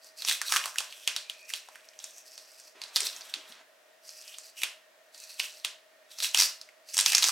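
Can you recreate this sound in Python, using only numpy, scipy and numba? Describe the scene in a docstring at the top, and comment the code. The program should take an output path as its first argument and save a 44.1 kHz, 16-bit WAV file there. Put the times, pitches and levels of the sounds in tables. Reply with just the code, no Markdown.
"""Masking tape is peeled off a sheet of paper on a board, in a small room.
The glue lets go in a swarm of tiny ticks, and the crinkly tape buckles in loud, ringing snaps.
The tight strip squeaks faintly, a hand bumps the board and a sleeve drags over the sheet.
The walls answer with a short, bright echo, and a hum wavers over the room's quiet hiss.
A stereo microphone hears it all from an arm's length away."""
import sys
import numpy as np
from scipy import signal
from scipy.fft import rfft, irfft
from scipy.io import wavfile
from scipy.ndimage import uniform_filter1d
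from numba import njit

SR = 44100
rng = np.random.default_rng(int(sys.argv[2]) if len(sys.argv) > 2 else 0)


def int16_out(signal):
    """Quantize to a 16-bit WAV file."""
    q = np.round(np.clip(np.atleast_2d(signal).T, -1, 1) * 32767)
    wavfile.write(sys.argv[1], SR, q.astype(np.int16))


N = 322371

# Pulls on the tape. Each row: time of full strength in seconds, hold in seconds, level in dB,
# ring of the free strip in Hz.
TAPE_PULLS = [(0.033, 0.027, -54, 4700), (0.182, 0.08, -48, 4700), (0.28, 0.048, -31.5, 3640),
              (0.41, 0.02, -63, 2500), (0.47, 0.03, -39, 4000), (0.502, 0.054, -33, 1220),
              (0.634, 0.045, -43, 980), (0.7, 0.15, -51, 1530), (0.876, 0.19, -55, 3250),
              (1.07, 0.14, -54, 4140), (1.302, 0.21, -63.5, 4480), (1.486, 0.04, -48.5, 2450),
              (1.526, 0.04, -44, 4200), (1.622, 0.38, -63.5, 2440), (2.005, 0.078, -52.5, 3540),
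              (2.108, 0.085, -55, 6100), (2.26, 0.42, -56.5, 5000), (2.804, 0.1, -63, 4360),
              (2.966, 0.1, -37, 3780), (3.115, 0.2, -50.5, 3440), (3.38, 0.11, -64, 2400),
              (3.488, 0.012, -53.5, 3790), (3.56, 0.085, -76, 2460), (4.052, 0.17, -52.5, 5100),
              (4.22, 0.13, -53.5, 2940), (4.358, 0.13, -56, 4640), (4.58, 0.036, -47.5, 2740),
              (5.152, 0.42, -53, 4350), (5.401, 0.05, -40, 2820), (5.505, 0.1, -58, 4050),
              (6.113, 0.06, -55.5, 3580), (6.198, 0.04, -41.5, 4340), (6.236, 0.0088, -31.5, 3770),
              (6.366, 0.03, -32, 2950), (6.384, 0.044, -27, 4810), (6.892, 0.05, -49.5, 4730),
              (6.942, 0.08, -41.5, 6000), (7.06, 0.021, -30, 2870), (7.138, 0.07, -40, 5000),
              (7.225, 0.052, -31.5, 4450)]
# Loud bucklings of the tape. Each row: time in seconds, level in dB, ring in Hz.
TAPE_SNAPS = [(0.2211, -23.5, 3900), (0.2491, -20.5, 5770), (0.2764, -22, 3530), (0.286, -15, 3700),
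              (0.2965, -15.5, 3670), (0.3124, -17, 2180), (0.3482, -34, 4080), (0.4156, -17.5, 1520),
              (0.4963, -28, 6050), (0.5225, -11.5, 1300), (0.5619, -11, 1410), (0.5671, -14.5, 2860),
              (0.6396, -23, 2890), (0.6571, -20.5, 1010), (0.7583, -26, 1700), (0.7841, -14, 3000),
              (0.805, -24.5, 1000), (0.9251, -32.5, 2770), (1.0758, -11, 2880), (1.1637, -16, 3900),
              (1.2981, -20.5, 3300), (1.5031, -29, 2000), (1.537, -17, 3000), (1.6865, -37, 890),
              (1.7565, -36.5, 1780), (1.8878, -38.5, 5400), (1.9902, -31.5, 5900), (2.0417, -25, 6600),
              (2.378, -34, 4540), (2.817, -26, 4250), (2.8376, -29, 4130), (2.9602, -9.5, 3870),
              (2.966, -12.5, 4460), (3.0048, -17.5, 7300), (3.1639, -29.5, 6140), (3.3397, -16.5, 3340),
              (3.5227, -37, 3730), (4.0919, -32.5, 5170), (4.2786, -35, 4970), (4.3845, -30.5, 7400),
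              (4.6181, -26, 2760), (4.6341, -13.5, 2820), (5.1467, -38, 4240), (5.3963, -20, 4180),
              (5.4, -13.5, 2830), (5.6481, -14.5, 3300), (6.115, -39.5, 3880), (6.1864, -26, 5700),
              (6.203, -20.5, 3800), (6.2383, -20.5, 5550), (6.2445, -18, 3000), (6.3465, -8.5, 2960),
              (6.3739, -12, 5460), (6.3899, -11.5, 5100), (6.401, -8.5, 5500), (6.4105, -16, 4820),
              (6.4216, -11, 4840), (6.4313, -22, 4700), (6.6139, -29.5, 4800), (6.6892, -41, 2200),
              (6.9447, -25, 8700), (6.969, -16, 5900), (6.9792, -11, 8300), (6.9894, -9.5, 3580),
              (7.0001, -11.5, 5700), (7.01, -11, 8400), (7.0615, -6, 5500), (7.1207, -14, 2700),
              (7.1322, -15.5, 2150), (7.149, -6.5, 5500), (7.1512, -7, 5700), (7.1694, -15, 5190),
              (7.1817, -8.5, 5800), (7.2251, -12.5, 3950), (7.23, -10.5, 4100), (7.2415, -7.5, 5600),
              (7.2587, -20, 3980), (7.2859, -12.5, 6030), (7.292, -16.5, 1110)]
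# The broad, hissy part of a tick or snap. Each row: frequency in Hz, gain in dB.
CRACK_COLOUR = [(150, -32), (1200, -7.5), (2500, 1.5), (5500, 5.5), (9000, 4.5), (13000, 2.5),
                (16000, -6.5)]
# Notes the paper rings at. Each row: pitch in Hz, width in Hz, level in dB against the broad part.
PAPER_RINGS = [(2650, 270, -14), (5730, 780, -9.5), (7890, 270, -14.5)]
# Notes of the board, knocked by every snap. Each row: pitch in Hz, width in Hz, gain in dB.
BOARD_RINGS = [(477, 73, -66.5), (1018, 790, -19.5)]
# Squeaks of the tight strip. Each row: start in seconds, length in seconds, pitch in Hz, level in dB.
STRIP_SQUEAKS = [(1.216, 0.36, 2460, -60), (4.564, 0.046, 2640, -51)]
# Soft bumps of the hand on the board. Each row: start in seconds, level in dB, pitch in Hz.
HAND_BUMPS = [(2.75, -61, 402), (3.019, -51, 486), (3.354, -53.5, 356), (3.49, -66, 200)]
# Echoes off the board and table. 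Each row: delay in milliseconds, gain in dB, left minus right in dB.
EARLY_ECHOES = [(3.1, -23, -18), (7.6, -18.5, -16)]
# How long the room rings. Each row: frequency in Hz, seconds to fade by 60 dB.
ROOM_FADE = [(500, 0.44), (1400, 0.37), (3500, 0.33), (9000, 0.27), (14000, 0.34)]
# Soft furnishings swallow the highest treble. Each row: frequency in Hz, gain in dB.
WALL_COLOUR = [(9000, 4.5), (13000, -2.5)]
# The room's own hiss. Each row: frequency in Hz, relative strength in dB.
HISS_COLOUR = [(47, -42), (80, -34.5), (538, -6), (629, -5), (751, -12), (1820, -6), (2130, -9),
               (10300, -21.5), (16000, -24.5)]
# Narrow bands of noise that hum. Each row: pitch in Hz, width in Hz, level in dB.
HUM_BANDS = [(631.4, 29, -65), (1852, 16, -74.5)]

TICKS_PER_S, TICK_SCATTER_DB = 4000, 4
STRIP_SHARPNESS, STRIP_DB = 2.86, -3.5  # more sharpness gives a purer ring
RISE_DB_PER_S, FALL_DB_PER_S, REST_DB = 600, 294, -83
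CREAK_DB, CREAK_S = -23, 0.0035  # a fold strains before it gives
SNAP_S, SNAP_POWER = 0.0016, 0.2  # fade time at 3 kHz; larger, lower folds last longer
SNAP_SHARPNESS, SHARPNESS_POWER = 1.86, 0.17  # at 4 kHz; larger folds ring less cleanly
TREBLE_DB, TREBLE_PER_DB = -3, 0.3144  # a harder snap is brighter
FOLD_HZ = 9220  # a fold is larger than a glue thread, so a snap is duller above this
CRACKLE_DB, CRACKLE_SCATTER_DB, CRACKLE_OCTAVES = 6.5, 11, 0.73  # above the pull's level and ring
RUB_START_S, RUB_LENGTH_S, RUB_DB, RUB_HZ, RUB_SHARPNESS = 2.74, 0.89, -58, 1500, 0.38
SQUEAK_SHARPNESS, BUMP_SHARPNESS, BUMP_RISE_S = 13., 2.5, 0.0088
ROOM_DB, ROOM_LIKENESS = -7, 0.81
HISS_DB, HISS_LIKENESS = -62.5, 0.38
LEAN_DB = -0.5  # left minus right
BASS_HZ, TOP_HZ = 150, 16300


def peeling_glue(pull_db, strip_hz):
    """Glue threads break in flurries of uneven ticks that ring the free strip and the paper."""
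    chance, sign, size = rng.random(N), np.sign(rng.standard_normal(N)), rng.exponential(size=N)
    tick_db = TICK_SCATTER_DB * np.minimum(size, 3.5) + 3 * wander(45)
    ticks = (chance < TICKS_PER_S / SR) * sign * undb(tick_db)
    # the strip keeps a shape, then buckles into the next: its ring jumps from pull to pull
    strip_hz = uniform_filter1d(strip_hz, size=200)
    strip = band_pass(band_pass(ticks, strip_hz, STRIP_SHARPNESS), strip_hz, STRIP_SHARPNESS)
    sound = level(colour(ticks, CRACK_COLOUR), 0) + level(strip, STRIP_DB)
    for hz, width, db in PAPER_RINGS:
        sound += level(steady_band(ticks, hz, hz / width), db) * undb(0.8 * wander(4.8))
    return level(sound, 0) * undb(pull_db)


def tape_pulls():
    """Each pull swells, holds and lets go; the strongest sets the level and the strip's ring."""
    start, hold, db, hz = np.transpose(TAPE_PULLS)[:, :, None]
    t = np.arange(0, N + 64, 64) / SR
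    before, after = np.maximum(start - t, 0), np.maximum(t - start - hold, 0)
    each_db = db - RISE_DB_PER_S * before - FALL_DB_PER_S * after
    sample_times = np.arange(N) / SR
    pull_db = np.interp(sample_times, t, np.maximum(each_db.max(0), REST_DB))
    strip_hz = np.interp(sample_times, t, hz[each_db.argmax(0), 0])
    return pull_db, strip_hz


def buckling_snaps(rows, size=2048, lead=1024):
    """A fold creaks, then gives in a burst that rings it, spits treble and knocks the board."""
    start, db, hz = np.transpose(rows)[:, :, None]
    t = (np.arange(size) - lead) / SR
    creak = undb(CREAK_DB) * np.exp(t / CREAK_S)
    fade = np.exp(-np.abs(t) / SNAP_S * (hz / 3000) ** SNAP_POWER)
    burst = rfft(rng.standard_normal((len(start), size)) * np.where(t < 0, creak, fade))
    f = np.fft.rfftfreq(size, 1 / SR)
    ring = resonance(f, hz, SNAP_SHARPNESS * (hz / 4000) ** SHARPNESS_POWER)
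    treble = undb(TREBLE_DB + TREBLE_PER_DB * db + look_up(f, CRACK_COLOUR)) / (1 + (f / FOLD_HZ) ** 2)
    board = sum(undb(gain) * resonance(f, pitch, pitch / width) for pitch, width, gain in BOARD_RINGS)
    # two versions: one heads for the microphone, an even blend of all directions fills the room
    direct = irfft(burst * (ring ** 2 + treble + board), size)
    smooth_power = uniform_filter1d(np.abs(burst) ** 2, size=300, axis=1)
    blend = np.sqrt(smooth_power) * np.exp(1j * np.angle(burst))
    spread = irfft(blend * (0.76 * np.abs(ring) ** 3.1 + treble + board), size)
    loudest = np.sqrt(2 * uniform_filter1d(direct ** 2, size=30, axis=1).max(axis=1, keepdims=True))
    out = np.zeros((2, N + size))
    for track, part in zip(out, (direct, spread)):
        np.add.at(track, (start * SR).astype(int) + np.arange(size), part * undb(db) / loudest)
    return out[:, lead:N + lead]


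def small_folds(pull_db, strip_hz, count=280):
    """Rows for extra snaps: small folds give at random times, louder when the pull is stronger."""
    when, size, tune = rng.random((count, 3)).T
    at = (when * N).astype(int)
    db = pull_db[at] + CRACKLE_DB + CRACKLE_SCATTER_DB * size ** 2
    hz = strip_hz[at] * 2 ** (CRACKLE_OCTAVES * tune)
    return np.transpose([at / SR, db, hz])


def strip_squeaks():
    """The tight strip squeaks: noise squeezed into a thin note."""
    return sum(ringing_noise(hz, SQUEAK_SHARPNESS, db) * gate(start, length)
               for start, length, hz, db in STRIP_SQUEAKS)


def hand_bumps():
    """A hand bumps the board: low noise that swells quickly and dies away."""
    out = np.zeros(N)
    for start, db, hz in HAND_BUMPS:
        age = np.maximum(np.arange(N) / SR - start, 0) / BUMP_RISE_S
        out += ringing_noise(hz, BUMP_SHARPNESS, db) * age * np.exp(1 - age)
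    return out


def sleeve_rub():
    """A sleeve drags over the sheet with a broad, slightly uneven hiss."""
    hiss = ringing_noise(RUB_HZ, RUB_SHARPNESS, RUB_DB)
    return hiss * gate(RUB_START_S, RUB_LENGTH_S, fade=0.017) * undb(0.99 * wander(6.7))


def room_echo(sound, size=26460):
    """Nearby surfaces send back early echoes; the walls add a tail whose low notes last longest."""
    t = np.arange(size) / SR
    f, times, cells = signal.stft(pair(size, ROOM_LIKENESS), SR, nperseg=256)
    fade_db = -60 * times / look_up(f, ROOM_FADE)[:, None]
    cells *= undb(fade_db + look_up(f, WALL_COLOUR)[:, None])
    tail = signal.istft(cells, SR)[1][:, :size] * (1 - np.exp(-t / 0.0013))
    tail *= undb(ROOM_DB) / np.sqrt(np.mean(np.sum(tail ** 2, axis=1)))
    for ms, db, pan_db in EARLY_ECHOES:
        tail[:, int(ms * SR / 1000)] += undb(db + np.array([pan_db, -pan_db]) / 2)
    return signal.fftconvolve(sound[None], tail, axes=1)[:, :N]


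def hiss_and_hum():
    """The background: a steady soft hiss and a narrow hum that wavers."""
    out = level(colour(pair(N, HISS_LIKENESS), HISS_COLOUR), HISS_DB)
    for hz, width, db in HUM_BANDS:
        band = np.array([steady_band(side, hz, hz / width) for side in pair(N, likeness=0.72)])
        out += level(band, db) * undb(0.5 * wander(6.1))
    return out


def undb(db):
    """Turn decibels into a number to multiply by."""
    return 10 ** (np.asarray(db) / 20)


def level(x, db):
    """Scale a sound to an average level in dB."""
    return x * undb(db) / np.sqrt(np.mean(x ** 2))


def look_up(hz, table):
    """Read between the rows of a frequency table, with octaves evenly spaced."""
    at, value = np.transpose(table)
    return np.interp(np.log(hz + 1), np.log(at), value)


def colour(x, table):
    """Turn each frequency up or down by the table's dB."""
    size = x.shape[-1]
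    return irfft(rfft(x) * undb(look_up(np.fft.rfftfreq(size, 1 / SR), table)), size)


def pair(size, likeness):
    """Left and right noise: likeness 0 is unrelated, 1 is identical."""
    mid, side = rng.standard_normal((2, size))
    return np.sqrt((1 + likeness) / 2) * mid + np.sqrt((1 - likeness) / 2) * side * np.array([[1], [-1]])


def resonance(f, hz, sharpness):
    """How something that rings at hz answers each frequency f; the gain is 1 at hz."""
    drive = 1j * f / hz / sharpness
    return drive / (1 - (f / hz) ** 2 + drive)


@njit
def band_pass(x, hz, sharpness):
    """Keep the sound near a pitch that can move from sample to sample."""
    out, band, low, damping = np.empty(len(x)), 0., 0., 1 / sharpness
    for i in range(len(x)):
        step = np.tan(np.pi * hz[i] / SR)
        swing = (band + step * (x[i] - low)) / (1 + step * (step + damping))
        band, low = 2 * swing - band, low + 2 * step * swing
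        out[i] = damping * swing
    return out


def steady_band(x, hz, sharpness):
    """Keep the sound near one steady pitch."""
    return band_pass(x, np.full(N, float(hz)), sharpness)


def ringing_noise(hz, sharpness, db):
    """Noise filtered twice around one pitch."""
    once = steady_band(rng.standard_normal(N), hz, sharpness)
    return level(steady_band(once, hz, sharpness), db)


def wander(rate):
    """Glide to a new random value, rate times a second."""
    step = int(SR / rate)
    return uniform_filter1d(np.repeat(rng.standard_normal(N // step + 1), step), step)[:N]


def gate(start, length, fade=0.02):
    """Fade in at start and be silent again length seconds later."""
    t = np.arange(N) / SR - start
    return np.clip(np.minimum(t, length - t) / fade, 0, 1)


def scene():
    """Mix the tape and the handling sounds with their echo, over the background."""
    pull_db, strip_hz = tape_pulls()
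    folds = np.vstack([TAPE_SNAPS, small_folds(pull_db, strip_hz)])
    tape = buckling_snaps(folds) + peeling_glue(pull_db, strip_hz)
    direct, spread = tape + sleeve_rub() + strip_squeaks() + hand_bumps()
    balance = undb(np.array([[LEAN_DB], [-LEAN_DB]]) / 2)
    return (direct + room_echo(spread)) * balance + hiss_and_hum()


def record(dry):
    """The microphone misses the bass, peaks that are too loud are clipped and the top treble is cut."""
    thin = signal.sosfilt(signal.butter(2, BASS_HZ, "high", fs=SR, output="sos"), dry)
    clipped = np.clip(thin, -.9, .9)
    return signal.sosfilt(signal.ellip(10, .2, 70, TOP_HZ, fs=SR, output="sos"), clipped)


dry = scene()
out = record(dry)
int16_out(out)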